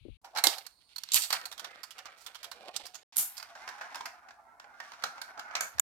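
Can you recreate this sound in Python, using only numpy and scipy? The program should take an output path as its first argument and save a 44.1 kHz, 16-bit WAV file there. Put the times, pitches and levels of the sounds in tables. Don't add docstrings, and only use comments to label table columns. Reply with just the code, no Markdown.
import sys
import numpy as np
from scipy import signal
from scipy.fft import rfft, irfft, next_fast_len
from scipy.io import wavfile
from scipy.ndimage import uniform_filter1d

SR = 44100
rng = np.random.default_rng(int(sys.argv[2]) if len(sys.argv) > 2 else 0)


def wav_out(sig):
    wavfile.write(sys.argv[1], SR, np.round(np.clip(np.atleast_2d(sig).T, -1, 1) * 32767).astype(np.int16))


N = 257544
TIME = np.arange(N) / SR


# (start [s], end [s])
STRETCHES = [(0, 0.17), (0.215, 3.032), (3.124, 5.801)]
# (frequency [Hz], relative gain [dB])
HISS_SPECTRUM = [(700, -17), (1800, -17), (2300, -2), (3200, 0), (4200, -5), (5300, -23), (8500, -25),
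                 (9800, -17), (12000, -29), (16000, -33)]
# (frequency [Hz], relative gain [dB])
AIR_SPECTRUM = [(25, -23.5), (57, 1), (100, -10), (200, -12.5), (450, -17.5), (1000, -12.5), (2000, -31.5),
                (4500, -24), (9000, -23), (16000, -29)]
HISS_DB, AIR_DB = -68.99, -75.5
# (time [s], level before common lift [dB], top [Hz], t60 [s], pan [dB])
BUMPS = [(0.01, -53, 104, 0.56, 20), (0.052, -44.5, 360, 0.055, 25), (0.083, -46.5, 394, 0.042, 22),
         (0.092, -49.5, 96, 0.23, 17), (0.44, -41, 949, 0.08, -1), (0.467, -35, 959, 0.078, -3),
         (1.144, -53, 90, 0.22, 2.5), (2.831, -69.5, 91.3, 0.22, -11), (3.183, -64, 407, 0.28, 9),
         (5.75, -52, 95, 0.13, -17)]
# (frequency [Hz], correlation [0-1])
LIKENESS = [(60, 0), (300, 0.8), (700, 0.91), (1400, 0.09), (3000, 0.68), (8000, 0), (16000, 0)]
# (time [s], pan before range share [dB], lead of left ear [ms])
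PLACE = [(0.2, -5, -0.14), (0.9, -9, 0.023), (1.25, -1, 0.046), (1.7, -6.5, 0.09), (2.2, -6, -0.13),
         (2.9, -10, 0.008), (3.2, -2.5, 0.034), (4.4, -6, 0.066), (5.3, -2, 0.11), (5.8, -9.5, 0.17)]
# (frequency [Hz], width [Hz], lift [dB])
TRACK_MODES = [(695, 91, 11), (807, 140, 11.5), (969, 140, 6.5), (1463, 390, 8), (2130, 65, 1.5),
               (3690, 870, 3.5), (4460, 460, 7.5), (5220, 76, 7), (5820, 580, 5), (7283, 220, 7),
               (8870, 730, 4), (11700, 390, 6), (11300, 300, -27.5)]
# (frequency [Hz], t60 [s], level [dB])
ROOM = [(203.1, 0.23, 4.5), (700, 0.41, -4), (1910, 0.25, -1.5), (4900, 0.25, -9), (10000, 0.23, -1.5),
        (16050, 0.39, -12)]

# (time [s], level [dB])
CIRCLING = [(0.235, -70), (0.25, -48.5), (0.319, -69.5), (0.36, -41.5), (0.42, -57.5), (0.47, -43),
            (0.58, -52.5), (0.66, -82)]
# (time [s], rumble [dB], whirr [dB], grit [dB])
FUNNEL_ROLLING = [(0.25, -64, -67, -73), (0.322, -76, -82, -75.5), (0.412, -59.5, -70, -66.5),
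                  (0.46, -78, -71, -71), (0.534, -64.5, -53, -46), (0.658, -77, -73, -68),
                  (0.768, -117.5, -85.5, -76), (1.01, -84, -82, -63), (1.1, -84, -64, -53)]
RAIL_ROLLING = [(1.15, -71, -44, -28.5), (1.19, -78, -49, -35.5), (1.29, -66.5, -61, -51.5),
                (1.332, -67, -47, -41), (1.43, -63.5, -54.5, -58.5), (1.56, -72.5, -75, -84),
                (1.654, -57.5, -58.5, -61), (1.92, -71.5, -61.5, -67), (2.086, -65.5, -56, -61.5),
                (2.31, -63.5, -57.5, -58.5), (2.404, -77.5, -71, -66.5), (2.498, -58, -63, -59),
                (2.654, -54, -62.5, -59), (2.754, -59, -62.5, -54), (2.842, -62, -67, -55),
                (2.952, -73.5, -77, -67), (3.02, -68, -69.5, -63)]
TILE_ROLLING = [(3.13, -62.5, -68.5, -53.5), (3.19, -80, -72, -65), (3.31, -78, -66, -62),
                (3.52, -61.5, -61, -62), (3.67, -57, -55.5, -61.5), (3.77, -58, -53, -60),
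                (3.9, -55.5, -52.5, -61), (3.97, -51.5, -54, -55), (4.1, -58.5, -62.5, -67),
                (4.24, -67, -63.5, -78.5), (4.35, -63, -68.5, -82), (4.61, -61, -68, -89.5),
                (4.84, -61, -59, -62), (4.97, -62.5, -58, -61.5), (5.33, -55, -55.5, -68),
                (5.56, -56, -49.5, -65), (5.71, -63.5, -64, -66.5), (5.78, -60, -62.5, -65)]
# (frequency [Hz], relative gain [dB])
RAIL_COLOUR = [(88, -76), (150, -12.5), (494, -3), (649, -13.5), (1020, -24), (1210, -12), (1660, -14),
               (2870, -10.5), (6260, -25.5), (6770, -29.5), (7470, -25.5), (12200, -31.5), (16000, -48)]
TILE_COLOUR = [(88, -58), (150, -62), (226, -1.5), (524, -11.5), (689, -9), (805, -8), (1120, -7.5),
               (1420, 0.5), (2650, -8.5), (4410, -18.5), (5910, -15), (7620, -24), (9630, -23),
               (16000, -36)]

# (low [Hz], high [Hz])
RANGES = [(480, 1100), (1100, 2800), (2800, 6500), (6500, 14500)]
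# (time [s], level [dB], brightness [dB per range], note of the piece [Hz], t60 before range share [s])
TOCKS = [(0.2442, -52, 3.5, 764, 0.098), (0.3495, -47.5, 2.5, 720, 0.12), (0.36, -33.5, -1, 872, 0.063),
         (1.4127, -43.5, -0.5, 1330, 0.017), (3.551, -46, -3, 1586, 0.12), (3.676, -38.5, -2, 1750, 0.038),
         (3.6876, -40.5, 2, 1600, 0.048), (3.81, -39.5, -3.5, 1664, 0.093), (3.9448, -39, 0, 890, 0.043),
         (3.9555, -41, 4.5, 5240, .027), (4.007, -36, -3.5, 947, 0.028), (4.0556, -37, 3.5, 5070, 0.049),
         (4.285, -50.5, -2, 777, 0.041), (4.3065, -48, -4, 1610, .04), (4.5978, -46, -1, 1640, 0.021),
         (4.642, -50, -6.5, 826, .03), (4.8007, -38.5, -2, 1850, .035), (4.918, -47, 0, 1020, 0.028),
         (4.934, -47, -2.5, 1410, 0.051), (5.0227, -45.5, 0.5, 2100, .028), (5.037, -26.5, 1, 1350, 0.036),
         (5.179, -44.5, -5, 1340, 0.048), (5.2152, -37.5, 4, 1565, 0.035), (5.375, -44, -4.5, 1330, 0.044),
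         (5.3933, -38, 0.5, 1460, 0.038), (5.5094, -45.5, -6.5, 1230, .04), (5.5638, -34, 0, 2280, 0.063),
         (5.7825, -38.5, 0.5, 1720, 0.027)]
# (thock [dB], knock [dB], clack [dB], tick [dB])
TOCK_SHAPE_DB = (-9.5, -1, -4.5, -15)
# (time [s], clack level [dB], body re clack [dB], edge re clack [dB], note [Hz], rise [s],
# t60 before range share [s], pan before range share [dB], room send before range trim [dB])
SCUFFS_AND_BLOWS = [(0.3709, -30.5, -6.5, -10, 4200, 0.0033, 0.055, -9, -5),
                    (0.3833, -30.5, -0.5, -7.5, 4070, 0.0025, 0.06, -10.5, -10.5),
                    (0.4385, -17.5, -10, -1, 4170, 0.0003, 0.067, -10, -1.5),
                    (0.4689, -16, -18.5, -6.5, 3730, 0.00094, 0.027, -10.5, -3),
                    (1.1183, -28, -26, -2.5, 7540, 0.001, 0.028, -8, 5.5),
                    (1.1348, -29, -22, 3.5, 4500, 0.00048, 0.034, -6, 13.5),
                    (1.1434, -22.5, -29, 3, 12940, 0.00055, 0.0096, -7.5, 3),
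                    (1.1587, -27.5, -15, 5.5, 13100, 0.00024, 0.043, -10.5, -3),
                    (1.2195, -32.5, -27, 1, 7800, .0013, .066, -21, 1),
                    (1.234, -33, -18.5, -4, 4460, .0028, 0.1, -8, -27),
                    (1.303, -30, -3.5, -5.5, 4540, 0.0024, 0.044, -11.5, -13),
                    (1.327, -23.5, -4.5, -5, 4490, 0.00021, 0.081, -10, -5.5),
                    (2.7627, -29.5, -16.5, -3.5, 7950, 0.00062, 0.041, -13, -13.5),
                    (2.7655, -40.5, -11, -9.5, 5050, 0.00053, 0.066, -10, -7),
                    (3.159, -46.5, -5, 7, 11400, 0.001, 0.12, -5, -3.5),
                    (3.168, -33.5, -31, 10, 10460, 0.00034, 0.0067, -19, 8.5),
                    (3.1799, -39, -9, 14.5, 13000, 0.0027, 0.13, 3, 4.5),
                    (5.5522, -28, -4, -17, 2094, 0.00048, 0.04, -3, -6),
                    (5.6076, -31, 0.5, 1.5, 6670, 0.0002, 0.034, -4.5, 1.5),
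                    (5.7963, -29, -1, 10.5, 6940, 0.00025, 0.013, -3, -29)]
# (time [s], level [dB], edge re level [dB], rise [s], t60 before range share [s])
TAPS = [(0.5808, -38, -6.5, 0.008, .032), (0.6639, -40, -4, 0.0032, .034),
        (0.9596, -40, -5.5, 0.0065, .033), (0.981, -37.5, -4, 0.0053, .025),
        (1.035, -35.5, -6.5, .0008, .021), (1.0883, -41.5, -17.5, .0006, .013)]
# (thock [dB], knock [dB], clack [dB])
TAP_SHAPE_DB = (-26, -12.5, -0.5)
# (time [s], level [dB], second touch delay [s], second touch level [dB],
# note [Hz], brightness [dB per range])
JOINTS = [(1.4544, -36, 0.0018, -43, 4200, 1), (1.5141, -43.5, 0.01, -41.5, 3730, -1),
          (1.5783, -44, .016, -38, 3270, -1), (1.6441, -38.5, 0.0081, -61, 3610, -4.5),
          (1.832, -41.5, .004, -41, 4800, 0.5), (1.9066, -46, 0.0085, -53, 3030, 2),
          (1.9818, -47.5, 0.0059, -44, 2880, -2.5), (2.0553, -45.5, 0.0036, -58, 1180, -5),
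          (2.2631, -40.5, 0.0063, -47.5, 3430, 1.5), (2.346, -47, 0.0075, -44.5, 3200, -1.5),
          (2.4298, -43.5, .0122, -39, 3220, 0.5), (2.514, -39.5, 0.0051, -51, 4020, -2),
          (2.8556, -44, 0.0093, -42.5, 4900, 2.5), (2.944, -45.5, 0.0089, -43, 6800, 2.5),
          (3.369, -44.5, 0.0095, -39.5, 4800, 3.5), (3.398, -44, 0.028, -40.5, 4750, -3.5)]
# (thock [dB], knock [dB], clack [dB], tick [dB])
JOINT_SHAPE_DB = (-17, -6, 0, -6)

# (frequency [Hz], level before panning [dB], t60 [s])
FUNNEL_MODES = [(781, -38, 0.1), (815, -38.5, .25), (2123, -29.5, 0.2), (3795, -45, .16), (3900, -37, .16),
                (4020, -46, 0.18), (5540, -49.5, .19)]
LEVER_MODES = [(4270, -29, 0.031), (5600, -45, .04)]
STEEL_MODES = [(229, -59.5, 0.38), (960, -60, .4), (10346, -43.5, .26), (11353, -39, .26),
               (12246, -34, .28), (12472, -39.5, .3), (13175, -38, .3), (14033, -40, .26)]
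# (frequency [Hz], relative level [dB])
WHIRR_MODES = [(1020, -17.5), (2220, -21), (4330, -1), (8900, -8.5)]


def from_db(db):
    return 10 ** (np.asarray(db) / 20)


def rms_one(x):
    return x / np.sqrt(np.mean(x ** 2) + 1e-20)


def in_time(rows, at=TIME):
    s, *columns = np.transpose(rows)
    return [np.interp(at, s, column) for column in columns]


def at_hz(points, hz, axis=1):
    points = np.array(points)
    return np.interp(np.log(np.maximum(hz, 1)), np.log(points[:, 0]), points[:, axis])


def during(start_s, end_s):
    return np.interp(TIME, [start_s - .01, start_s + .01, end_s - .01, end_s + .01], [0, 1, 1, 0])


def drift(per_s):
    knots = rng.standard_normal(512)
    return np.interp(TIME * per_s, np.arange(len(knots)), knots)


def band(x, low_hz, high_hz, order=3):
    edges = [low_hz, min(high_hz, .48 * SR)]
    return signal.sosfilt(signal.butter(order, edges, "band", fs=SR, output="sos"), x)


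def resonance(x, hz, width_hz):
    return signal.lfilter(*signal.iirpeak(hz, hz / width_hz, fs=SR), x)


def coloured(x, spectrum):
    size = next_fast_len(N)
    gain = from_db(at_hz(spectrum, np.fft.rfftfreq(size, 1 / SR)))
    return rms_one(irfft(rfft(x, size) * gain, size)[..., :N])


def two_ears(pair, lead_ms=0):
    length = pair.shape[1]
    size = next_fast_len(length)
    hz = np.fft.rfftfreq(size, 1 / SR)
    alike = np.clip(at_hz(LIKENESS, hz), 0, 1)
    mid, side = rfft(pair, size)
    sign = np.array([[1], [-1]])
    ears = np.sqrt((1 + alike) / 2) * mid + sign * np.sqrt((1 - alike) / 2) * side
    shift = np.exp(sign * 1j * np.pi * hz * lead_ms / 1000)
    return irfft(ears * shift, size)[:, :length]


def panned(pan_db):
    gains = from_db(np.array([[.5], [-.5]]) * pan_db)
    return gains / np.sqrt(np.mean(gains ** 2, axis=0))


def add(out, s, sound):
    start = max(int(s * SR), 0)
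    out[:, start:start + sound.shape[1]] += sound[:, :N - start]


def track_body(x):
    for hz, width_hz, lift_db in TRACK_MODES:
        x = x + (from_db(lift_db) - 1) * resonance(x, hz, width_hz)
    return x


def background(hiss_pan_db=15):
    air = from_db(AIR_DB) * coloured(two_ears(rng.standard_normal((2, N))), AIR_SPECTRUM)
    hiss = from_db(HISS_DB) * coloured(rng.standard_normal((2, N)), HISS_SPECTRUM) * panned(hiss_pan_db)
    return np.where(TIME < STRETCHES[0][1], hiss, air)


def bumps(rise_s=.003, lift_db=8.5):
    out, t = np.zeros((2, N)), np.arange(SR // 4) / SR
    for s, level_db, top_hz, t60_s, pan_db in BUMPS:
        noise = two_ears(rng.standard_normal((2, SR // 2)))
        noise = band(noise, top_hz / 3, top_hz)[:, -len(t):]
        thud = noise * (1 - np.exp(-t / rise_s)) * from_db(-60 * t / t60_s)
        add(out, s, thud / np.abs(thud).max() * from_db(level_db + lift_db) * panned(pan_db))
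    return out


def funnel_hum(note_hz=790, section_width_hz=330, pan_db=-2):
    noise = two_ears(rng.standard_normal((2, N)))
    tone = resonance(resonance(noise, note_hz, section_width_hz), note_hz, section_width_hz)
    level = from_db(in_time(CIRCLING)[0]) * during(CIRCLING[0][0], CIRCLING[-1][0])
    return level * rms_one(tone) * panned(pan_db)


def tocks(rise_s=0.0015, pan_db=-8.0, room_db=-2):
    steps = np.arange(len(RANGES)) - 1
    return [(s, db + np.array(TOCK_SHAPE_DB) + bright_db * steps, note_hz, rise_s, t60_s, pan_db, room_db)
            for s, db, bright_db, note_hz, t60_s in TOCKS]


def strikes(blows, crack=0.56, crack_at_s=0.0028, crack_width_s=0.00031, note_lift_db=9, note_q=13,
            ring_share=(1.3, 1.2, 1.0, .9), pan_share=(.2, .45, 1.1, .8), room_trim_db=(0, 0, 0, -1)):
    direct, to_room = np.zeros((2, 2, N))
    t = np.arange(3584) / SR
    first = t < .006
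    white = track_body(rng.standard_normal((len(blows), 2, 4096)))
    crowd = []
    for noise, (s, _, note_hz, *_) in zip(white, blows):
        noise = noise + from_db(note_lift_db) * resonance(noise, note_hz, note_hz / note_q)
        crowd.append(two_ears(noise, in_time(PLACE, s)[1]))
    crack_gain = 1 + crack * np.exp(-((t - crack_at_s) / crack_width_s) ** 2)
    for k, (low_hz, high_hz) in enumerate(RANGES):
        in_range = band(np.array(crowd), low_hz, high_hz)[..., -len(t):]
        for modes, (s, levels_db, _, rise_s, t60_s, pan_db, wet_db) in zip(in_range, blows):
            fade = from_db(-60 * t / (t60_s * ring_share[k]))
            blow = modes * (1 - np.exp(-t / rise_s)) * fade * crack_gain
            blow = blow * from_db(levels_db[k]) / np.sqrt(np.mean(blow[:, first] ** 2))
            blow = blow * panned(pan_db * pan_share[k])
            add(direct, s, blow)
            add(to_room, s, blow * from_db(wet_db + room_trim_db[k]))
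    return direct, to_room


def room(x, delay_s=0.0051, build_s=0.004):
    t = np.arange(SR // 2) / SR
    swell = 1 - np.exp(-np.maximum(t - delay_s, 0) / build_s)
    edges_hz, echo = np.geomspace(150, 18000, 9), 0
    for low_hz, high_hz in zip(edges_hz, edges_hz[1:]):
        hz = np.sqrt(low_hz * high_hz)
        fade = swell * from_db(-60 * t / at_hz(ROOM, hz))
        noise = band(two_ears(rng.standard_normal((2, len(t)))), low_hz, high_hz)
        echo = echo + noise * fade / np.linalg.norm(fade) * from_db(at_hz(ROOM, hz, axis=2))
    mixed = x + 0.037 * x[::-1]
    return signal.fftconvolve(mixed, echo, axes=1)[:, :N]


def passing_modes(x, lift_db=3, swing_db=8, width_hz=28, changes_per_s=10, glide=.035, turns_per_s=7, count=16):
    singing = 0
    for hz in np.geomspace(560, 2300, count):
        swell_db = lift_db + swing_db * np.minimum(drift(changes_per_s), 1.3)
        singing = singing + resonance(x, hz, width_hz) * from_db(swell_db)
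    warped = TIME + np.cumsum(glide * drift(turns_per_s)) / SR
    return x + np.array([np.interp(warped, TIME, ear) for ear in singing])


def rolling(curve, colour, bumps_per_s, spread_db, smooth_db, wobble_db, trim_db):
    sizes = from_db(spread_db * np.minimum(rng.exponential(1, N), 4.5))
    sizes = sizes * (rng.random(N) < bumps_per_s / SR)
    kicks = rms_one(sizes * rng.standard_normal((2, N)))
    kicks = kicks + from_db(smooth_db) * rng.standard_normal((2, N))
    kicks = kicks * from_db(wobble_db * np.minimum(drift(70), 1.2))
    start_s, end_s = curve[0][0], curve[-1][0]
    lead_ms = in_time(PLACE, (start_s + end_s) / 2)[1]
    shake = coloured(passing_modes(track_body(two_ears(kicks, lead_ms))), colour)
    pan_db, out = in_time(PLACE)[0], 0
    ranges_hz = [(150, 1100), (1100, 2500), (2700, 16000)]
    for (low_hz, high_hz), level_db, extra_db, share in zip(ranges_hz, in_time(curve), trim_db, (.25, .6, 1.3)):
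        layer = rms_one(band(shake, low_hz, high_hz, order=4))
        out = out + layer * from_db(level_db + extra_db) * panned(pan_db * share)
    return out * ((TIME > start_s - .01) & (TIME < end_s + .02))


def scuffs_and_blows(thock_follows=0.84, thock_db=-8):
    return [(s, db + np.array([thock_follows * body_db + thock_db, body_db, 0, edge_db]), *ringing)
            for s, db, body_db, edge_db, *ringing in SCUFFS_AND_BLOWS]


def ring_on(times_s, modes, pan_db, rise_s=0.00067):
    out, t = np.zeros((2, N)), np.arange(SR // 2) / SR
    for s in times_s:
        for hz, db, t60_s in modes:
            fade = from_db(db - 60 * t / t60_s) * (1 - np.exp(-t / rise_s))
            unlike = 1 - np.clip(at_hz(LIKENESS, hz), 0, 1)
            phases = rng.uniform(0, 2 * np.pi) + rng.standard_normal((2, 1)) * unlike
            add(out, s, fade * np.sin(2 * np.pi * hz * t + phases) * panned(pan_db))
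    return out


def taps(note_hz=4320, pan_db=-12, room_db=-9):
    return [(s, db + np.array([*TAP_SHAPE_DB, edge_db]), note_hz, rise_s, t60_s, pan_db, room_db)
            for s, db, edge_db, rise_s, t60_s in TAPS]


def thin_whirr(level_db=-69, section_width_hz=600, pan_db=-12):
    noise, whirr = two_ears(rng.standard_normal((2, N))), 0
    for hz, db in WHIRR_MODES:
        mode = resonance(resonance(noise, hz, section_width_hz), hz, section_width_hz)
        whirr = whirr + from_db(db) * rms_one(mode)
    return from_db(level_db) * whirr * during(0.66, 1.1) * panned(pan_db)


def joints(first_rise_s=0.00046, second_rise_s=0.00091, first_t60_s=0.064, second_t60_s=0.056,
           pan_db=-12, room_db=-7):
    steps, blows = np.arange(len(RANGES)) - 2, []
    for s, db, after_s, second_db, note_hz, bright_db in JOINTS:
        shape_db = np.array(JOINT_SHAPE_DB) + bright_db * steps
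        blows.append((s, db + shape_db, note_hz, first_rise_s, first_t60_s, pan_db, room_db))
        blows.append((s + after_s, second_db + shape_db, note_hz, second_rise_s, second_t60_s, pan_db, room_db))
    return blows


def rail_scrape(level_db=-58, low_hz=2800, high_hz=12500, flutter_db=3, pan_db=-14):
    rub = band(track_body(two_ears(rng.standard_normal((2, N)))), low_hz, high_hz, order=1)
    level = from_db(level_db + flutter_db * drift(80.94)) * during(2.178, 2.27)
    return level * rms_one(rub) * panned(pan_db)


def scene():
    direct, to_room = strikes(tocks() + scuffs_and_blows() + taps() + joints())
    rings = ring_on([0.441], FUNNEL_MODES, pan_db=-0.5)
    rings = rings + ring_on([0.961, 0.983], LEVER_MODES, pan_db=-26)
    rings = rings + ring_on([3.169], STEEL_MODES, pan_db=3)
    rails = rolling(FUNNEL_ROLLING + RAIL_ROLLING, RAIL_COLOUR, bumps_per_s=500, spread_db=1.5,
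                    smooth_db=-0.5, wobble_db=7.0, trim_db=(2, 2, 1))
    tiles = rolling(TILE_ROLLING, TILE_COLOUR, bumps_per_s=900, spread_db=-0.5,
                    smooth_db=1, wobble_db=3.0, trim_db=(1.5, 2, 1))
    steady = background() + bumps() + funnel_hum() + thin_whirr() + rail_scrape()
    return direct + room(to_room) + rings + rails + tiles + steady


def record(dry):
    on = sum((TIME >= start_s) & (TIME < end_s) for start_s, end_s in STRETCHES)
    gated = dry * uniform_filter1d(on.astype(float), size=64)
    return signal.sosfilt(signal.ellip(10, .1, 80, 16100, fs=SR, output="sos"), gated)


dry = scene()
out = record(dry)
wav_out(out)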